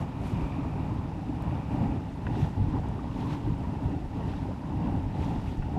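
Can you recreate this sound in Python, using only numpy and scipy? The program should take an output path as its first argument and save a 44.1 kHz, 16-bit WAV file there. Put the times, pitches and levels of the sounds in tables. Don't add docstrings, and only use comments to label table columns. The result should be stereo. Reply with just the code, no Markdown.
import sys
import numpy as np
from scipy import signal
from scipy.io import wavfile
from scipy.ndimage import uniform_filter1d

SR = 44100
rng = np.random.default_rng(int(sys.argv[2]) if len(sys.argv) > 2 else 0)


def transcribe(signal):
    frames = np.atleast_2d(signal).T
    limited = np.clip(frames, -1, 1)
    pcm = np.round(limited * 32767).astype(np.int16)
    wavfile.write(sys.argv[1], SR, pcm)


N = 254898
TIME = np.arange(N) / SR
OPPOSED = np.array([[1], [-1]])


def vent():
    # f/Hz, width/Hz, gain/dB
    chamber = [(32.6, 35, -11.5), (61, 27.5, 0.5), (93.7, 34, 3)]
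    cavity = [(146.1, 73.5, 1.5), (202.5, 57, -7), (272.4, 61.5, -2), (373, 120, -14.5)]
    mouth = [(634, 300, 0)]
    boom = churn(chamber, per_s=98, spread_db=-0.5, flow_db=1.5, scatter_db=-63, span_s=0.17)
    boom *= boiling(simmer_db=-38.5, surge_db=-33, depth_share=0.94, wet_share=0)
    rumble = churn(cavity, per_s=120, spread_db=1.5, flow_db=-2.5, scatter_db=-41, span_s=0.045)
    rumble *= boiling(simmer_db=-36, surge_db=-32.5, depth_share=-0.04, wet_share=0)
    hollow = churn(mouth, per_s=300, spread_db=2.5, flow_db=-3, scatter_db=-24, span_s=0.12)
    hollow *= boiling(simmer_db=-50.5, surge_db=-53.5, depth_share=0.64, wet_share=2)
    roar = throat() * boiling(simmer_db=-48.5, surge_db=-46, depth_share=-0.15, wet_share=0)
    return boom + rumble + panned(roar + hollow, pan_db=-0.7)


def throat():
    # f/Hz, width/Hz, gain/dB
    modes = [(841.5, 148, 1), (939, 110, -2), (1047, 175, -12.5)]
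    # t/s, f/Hz
    pitch_curve = [(0, 875), (.25, 831), (.42, 931), (.7, 841), (.97, 897), (1.2, 840.6), (1.66, 884.3),
                   (1.92, 800.3), (2.25, 865), (2.39, 832), (3.05, 881), (3.7, 880.6), (3.9, 835.6),
                   (4.4, 884.3), (5.17, 833.7), (5.35, 891), (5.5, 836), (5.78, 830)]
    rest_hz, wobble_hz = 860.7, 21.91
    pitch_hz, = in_time(pitch_curve)
    speed = (pitch_hz + wobble_hz * drift(per_s=11.82)) / rest_hz
    at_rest = churn(modes, per_s=300, spread_db=3, flow_db=-2, scatter_db=-34, span_s=0.075)
    mirrored = np.hstack([at_rest, at_rest[:, ::-1]])
    return np.array([np.interp(np.cumsum(speed), np.arange(2 * N), side) for side in mirrored])


def boiling(simmer_db, surge_db, depth_share, wet_share):
    # t/s, length/s, strength/dB, depth/dB, wetness/dB
    surges = [(0.0, 0.024, 2, -1.5, 6), (0.216, 0.051, -3.5, 2, 2), (0.33, 0.14, -1, 1, 2.5),
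              (0.521, 0.19, -5, -5.5, 6), (0.732, 0.19, -3, -0.5, 3), (0.927, 0.14, -6, 3.5, -1),
              (1.286, 0.13, -5.5, 0, 0), (1.42, 0.17, -1, -2, 4), (1.704, 0.11, 0, -4, 5.5),
              (1.799, 0.066, 3.5, -6.5, 5.5), (1.875, 0.092, 1, 2, -0.5), (2.237, 0.074, -7.5, 4, 1),
              (2.288, 0.19, 1, -4, 3), (2.579, 0.1, -0.5, 5.5, -13), (2.736, 0.05, 4.5, -3.5, 3),
              (2.833, 0.11, -2.5, 0, 1.5), (3.022, 0.067, -11, -24, 12), (3.172, 0.19, -0.5, -13, 4),
              (3.455, 0.069, -4, 8, -7), (3.605, 0.15, -4, 0, 3), (3.816, 0.12, -1, -1.5, 3),
              (4.152, 0.18, -3, -1, 3), (4.394, 0.12, -5.5, 1, -5), (4.678, 0.14, -2, -3, -11),
              (4.805, 0.18, 1.5, -3.5, 3.5), (5.038, 0.028, -2.5, 9, -7), (5.158, 0.23, 0.5, -13, 6.5),
              (5.461, 0.055, -12, 14.5, -5), (5.672, 0.12, -1.5, 2, -11), (5.756, 0.059, 1, -3, -5)]
    # t/s, half width/s, level change/dB
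    lulls = [(1.22, .13, -0.5), (2.14, .09, -2), (4.08, 0.043, -4), (4.58, 0.031, -3.5), (5.6, 0.047, -2.5)]
    weighted = [(s, length_s, surge_db + db + depth_share * depth_db + wet_share * wet_db)
                for s, length_s, db, depth_db, wet_db in surges]
    lull_db = sum(db * np.exp(-((TIME - s) / width_s) ** 2) for s, width_s, db in lulls)
    return np.hypot(from_db(simmer_db + lull_db), swells(weighted, attack_s=0.046, release_s=0.053))


def churn(modes, per_s, spread_db, flow_db, scatter_db, span_s):
    direct, scattered = 0, 0
    for hz, width, db in modes:
        edges_hz = hz - width / 2, hz + width / 2
        drive = collapses(per_s, spread_db) + from_db(flow_db) * rng.standard_normal(N)
        direct += from_db(db) * band(drive, *edges_hz)
        scattered += from_db(db) * band(rng.standard_normal(N), *edges_hz)
    return levelled(direct, span_s) + from_db(scatter_db) * rms_one(scattered) * OPPOSED


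def collapses(per_s, spread_db):
    sizes = from_db(spread_db * np.minimum(rng.exponential(1, N), 4))
    signs = rng.choice([-1, 1], N)
    return rms_one(sizes * signs * (rng.random(N) < per_s / SR))


def thumps(rise_s):
    # t/s, level/dB, f/Hz
    bubbles = [(0.332, -21, 122), (1.527, -22, 140), (1.825, -21, 211), (2.424, -13, 127), (2.619, -17, 85),
               (3.501, -21.5, 112), (3.852, -19.5, 89.8), (3.958, -23, 131), (5.059, -19.5, 77.7),
               (5.206, -20, 76), (5.593, -19, 55.4)]
    out = np.zeros(N)
    for s, db, hz in bubbles:
        age = np.maximum(TIME - s, 0)
        envelope = (age / rise_s * np.exp(1 - age / rise_s)) ** 2
        out += from_db(db) * envelope * np.sin(2 * np.pi * hz * age)
    return out


def gurgles(rise_cycles, glide):
    # t/s, level/dB, starting f/Hz
    bubbles = [(0.584, -26, 267), (0.654, -31, 279), (0.922, -29.5, 300), (1.176, -32, 290.5),
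               (1.290, -25.5, 287), (1.393, -34, 279), (1.738, -24.5, 274), (1.818, -32, 757),
               (1.989, -44.5, 684), (2.677, -28, 289), (2.991, -39, 1150), (3.471, -25, 295),
               (3.925, -33, 287), (4.415, -30.5, 271), (4.486, -36.5, 510), (4.507, -40, 588),
               (5.766, -29, 730)]
    out = np.zeros(N)
    for s, db, hz in bubbles:
        turns = np.maximum(TIME - s, 0) * hz
        age = turns / rise_cycles
        phase = 2 * np.pi * turns * (1 + glide * np.tanh(age / 4))
        out += from_db(db) * age * np.exp(1 - age) * np.sin(phase)
    return out


def steam_gap():
    # t/s, level/dB
    flow = [(0, -60), (.25, -56.5), (.42, -51.5), (.7, -53.5), (1.1, -63), (1.3, -64), (1.5, -54.5),
            (1.9, -56), (2.1, -65)]
    # f/Hz, width/Hz, gain/dB
    modes = [(1150, 240, -4), (2410, 360, -9.5)]
    flow_db, = in_time(flow)
    jet = churn(modes, per_s=280, spread_db=4, flow_db=4.5, scatter_db=-24, span_s=0.062)
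    return from_db(flow_db) * jet


def water():
    # peak t/s, rise/s, fall/s, coarse spray level/dB, mist level/dB
    jets = [(0.272, 0.032, 0.05, -59, -56.5), (0.43, 0.06, 0.08, -63, -65), (2.427, 0.056, 0.044, -54, -59),
            (3.215, 0.05, 0.14, -58, -63), (3.332, 0.029, 0.02, -52, -61.5), (4.3, 0.039, 0.11, -60.5, -68),
            (5.24, 0.055, 0.11, -56, -62.5), (5.49, 0.064, 0.052, -60.3, -63.5)]
    # f/Hz, width/Hz, gain/dB
    splash_modes = [(1353, 480, 0.5), (1880, 295, -1.5), (2316, 330, -10.5), (2757, 310, -4.5),
                    (3290, 880, -14.5), (4720, 460, -18.5)]
    # f/Hz, relative density/dB
    spray_spectrum = [(1500, -15), (2400, 10), (2900, 7), (3900, 7.5), (5000, -3), (7000, -21),
                      (12000, -28)]
    mist_spectrum = [(1200, 1), (2200, 4.5), (3500, 2.5), (5000, -1), (7000, -2.5), (10000, -7.5),
                     (13000, -9), (16000, -27)]
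    jet_splash_db, drops_db = -1, -14.5
    coarse = puffs([(s, rise_s, fall_s, db) for s, rise_s, fall_s, db, _ in jets])
    fine = puffs([(s, rise_s, fall_s, db) for s, rise_s, fall_s, _, db in jets])
    splashing = boiling(simmer_db=-58.5, surge_db=-61, depth_share=1, wet_share=1.5)
    spraying = boiling(simmer_db=-66, surge_db=-81, depth_share=-0.5, wet_share=-0.5)
    misting = boiling(simmer_db=-74.5, surge_db=-81, depth_share=2, wet_share=4)
    splash = churn(splash_modes, per_s=400, spread_db=6, flow_db=2, scatter_db=-18, span_s=0.081)
    splash *= np.hypot(splashing, from_db(jet_splash_db) * coarse)
    spray = hiss(spray_spectrum, correlation=0.76, flicker_db=2.5)
    mist = np.hypot(misting, fine) * hiss(mist_spectrum, correlation=0.7, flicker_db=1.5)
    drops = from_db(drops_db) * rms_one(band(collapses(per_s=690, spread_db=-0.5), 3700, 6800))
    return panned(splash, pan_db=-2.5) + np.hypot(spraying, coarse) * (spray + drops) + mist


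def slaps(spatter_db, low_hz, high_hz):
    # t/s, peak level/dB, left minus right/dB, spatter decay/s, brightness/(dB per octave)
    gobs = [(2.2676, -28, -2, 0.0036, 2), (2.3545, -36, 0, .005, 0), (4.336, -38, 0, 0.0054, 10),
            (5.6233, -35, 4, 0.0084, -2)]
    # f/Hz, gain/dB, t60/s
    modes = [(930, -2, 0.011), (1129, 8, 0.006), (1495, 7, 0.014), (1680, 4, 0.012), (1900, 0.5, 0.036),
             (2440, -8, 0.01), (2610, 1, 0.033)]
    out = 0
    for s, db, pan_db, spatter_s, bright_db in gobs:
        spatter = from_db(spatter_db) * noise_burst(s, spatter_s)
        blow = band(clicks_at([(s, 0)]) + spatter, low_hz, high_hz)
        rings = sum(from_db(mode_db + bright_db * np.log2(hz / low_hz)) * ring(blow, hz, t60)
                    for hz, mode_db, t60 in modes)
        slap = band(rings, low_hz, high_hz)
        out += panned(from_db(db) * slap / np.abs(slap).max(), pan_db)
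    return out


def stray_drops(decay_s, spread):
    # t/s, peak level/dB, f/Hz
    drops = [(2.035, -60, 11000), (2.80, -55, 5700), (2.885, -54, 7760), (3.585, -57, 9000),
             (4.276, -54, 6650), (5.247, -51, 5800), (5.572, -55, 6450)]
    out = 0
    for s, db, hz in drops:
        tick = band(noise_burst(s, decay_s), hz / (1 + spread), hz * (1 + spread))
        out += from_db(db) * tick / np.abs(tick).max()
    return out


def wind(gain_db, heave_db):
    # t/s, length/s, relative level/dB
    gusts = [(2.36, 0.22, -54), (2.57, 0.23, -40.5), (2.98, 0.3, -48), (3.48, 0.15, -50),
             (3.83, 0.054, -47), (4.05, 0.048, -37), (4.27, 0.2, -45), (4.74, 0.37, -43),
             (5.2, 0.21, -40.5), (5.56, 0.071, -37), (5.68, 0.12, -53)]
    # t/s, relative level/dB
    breeze = [(0, -92), (2.0, -72), (5.78, -58)]
    # t/s, peak level/dB, width/s, left minus right/dB
    buffets = [(2.614, -24, 0.0016, -32), (2.675, -22, 0.0027, 22), (3.523, -12.5, 0.0021, -16.5),
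               (5.35, -18, 0.0018, 24), (5.599, -21, 0.0017, -11)]
    breeze_db, = in_time(breeze)
    blowing = np.hypot(from_db(breeze_db), swells(gusts, attack_s=0.044, release_s=0.043))
    flutter = [levelled(band(rng.standard_normal(N), 65, 190), span_s=0.084) for port in "LR"]
    heave = from_db(heave_db) * levelled(band(rng.standard_normal(N), 23.4, 73), span_s=0.23)
    out = from_db(gain_db) * blowing * (np.array(flutter) + heave)
    for s, db, width_s, pan_db in buffets:
        away = (TIME - s) / width_s
        pressure_swing = (1 - 2 * away ** 2) * np.exp(-away ** 2)
        out += panned(from_db(db - abs(pan_db) / 2) * pressure_swing, pan_db)
    return out


def camera():
    from_s, to_s, frames_per_s, step_chance = 0.041, 1.85, 60, 0.5
    lens_db, scatter_db, tick_s, tick_db = -48, 4, 1.4233, -35
    frames = np.arange(from_s, N / SR, 1 / frames_per_s)
    stepping = (rng.random(len(frames)) < step_chance) & (frames < to_s)
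    step_db = lens_db + scatter_db * rng.standard_normal(len(frames))
    steps = ring(clicks_at(zip(frames[stepping], step_db[stepping])), hz=4060, t60=0.018)
    tick = band(clicks_at([(tick_s, tick_db)]), 3000, 17200)
    return steps * OPPOSED + tick


def ambience(level_db):
    # f/Hz, relative density/dB
    spectrum = [(120, -33), (200, -7.5), (262, 1), (459, -5.5), (530, -13.5), (1170, -12.5), (4160, -21.5),
                (11400, -34), (13500, -40), (15000, -62)]
    return from_db(level_db) * hiss(spectrum, correlation=0.026, flicker_db=1)


def hiss(spectrum, correlation, flicker_db):
    hz, density_db = np.transpose(spectrum)
    edges_hz = 177 * 2 ** np.arange(0, 6.6, .5)
    out, white = 0, rng.standard_normal((2, 2, N))
    for k, (low, high) in enumerate(zip(edges_hz, edges_hz[1:])):
        db = np.interp(np.log(low * high) / 2, np.log(hz), density_db)
        mid, side = band(white[k % 2], low, high) * from_db(db + flicker_db * drift(per_s=28))
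        out += np.sqrt(1 + correlation) * mid + np.sqrt(1 - correlation) * side * OPPOSED
    return rms_one(out)


def swells(rows, attack_s, release_s):
    power = np.zeros(N)
    for s, length_s, db in rows:
        rise = np.clip((TIME - s) / attack_s + .5, 0, 1)
        fall = np.clip((s + length_s - TIME) / release_s + .5, 0, 1)
        power += from_db(db) ** 2 * rise * fall
    return np.sqrt(power)


def puffs(rows):
    power = np.zeros(N)
    for s, rise_s, fall_s, db in rows:
        away = np.abs(TIME - s) / np.where(TIME < s, rise_s, fall_s)
        power += (from_db(db) / np.cosh(np.minimum(away, 20))) ** 2
    return np.sqrt(power)


def noise_burst(s, decay_s):
    return rng.standard_normal(N) * (TIME >= s) * np.exp(-np.minimum(np.abs(TIME - s) / decay_s, 50))


def clicks_at(rows):
    out = np.zeros(N)
    for s, db in rows:
        out[int(s * SR)] += from_db(db)
    return out


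def ring(clicks, hz, t60):
    r, w = from_db(-60 / (t60 * SR)), 2 * np.pi * hz / SR
    return signal.lfilter([0, np.sin(w)], [1, -2 * r * np.cos(w), r * r], clicks + 1e-18)


def band(x, low_hz, high_hz):
    return signal.sosfilt(signal.butter(2, [low_hz, high_hz], "band", fs=SR, output="sos"), x + 1e-18)


def drift(per_s):
    hop, settling = 40, 2000
    r = np.exp(-2 * np.pi * per_s * hop / SR)
    white = rng.standard_normal(N // hop + settling + 2)
    slow = signal.lfilter([1], [1, -2 * r, r * r], white)[settling:]
    return np.interp(np.arange(N) / hop, np.arange(len(slow)), rms_one(slow))


def levelled(x, span_s):
    size = int(span_s * SR)
    power = uniform_filter1d(uniform_filter1d(x * x, size), size)
    return x / np.sqrt(np.abs(power) + 1e-12)


def in_time(rows):
    s, *columns = np.transpose(rows)
    return [np.interp(TIME, s, c) for c in columns]


def panned(x, pan_db):
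    return x * from_db([[pan_db / 2], [-pan_db / 2]])


def rms_one(x):
    return x / np.sqrt(np.mean(x ** 2) + 1e-20)


def from_db(db):
    return 10 ** (np.asarray(db) / 20)


def scene():
    air = ambience(level_db=-54)
    boil = vent() + thumps(rise_s=0.0057) + gurgles(rise_cycles=2.05, glide=0.04)
    spouting = steam_gap() + water()
    gobs = slaps(spatter_db=-22.5, low_hz=617, high_hz=3270)
    drops = stray_drops(decay_s=0.0029, spread=0.25)
    return boil + spouting + gobs + drops + air + wind(gain_db=0.5, heave_db=0.99) + camera()


def record(dry):
    cutoff_hz = 14900
    return signal.sosfilt(signal.ellip(10, .1, 80, cutoff_hz, fs=SR, output="sos"), dry)


dry = scene()
out = record(dry)
transcribe(out)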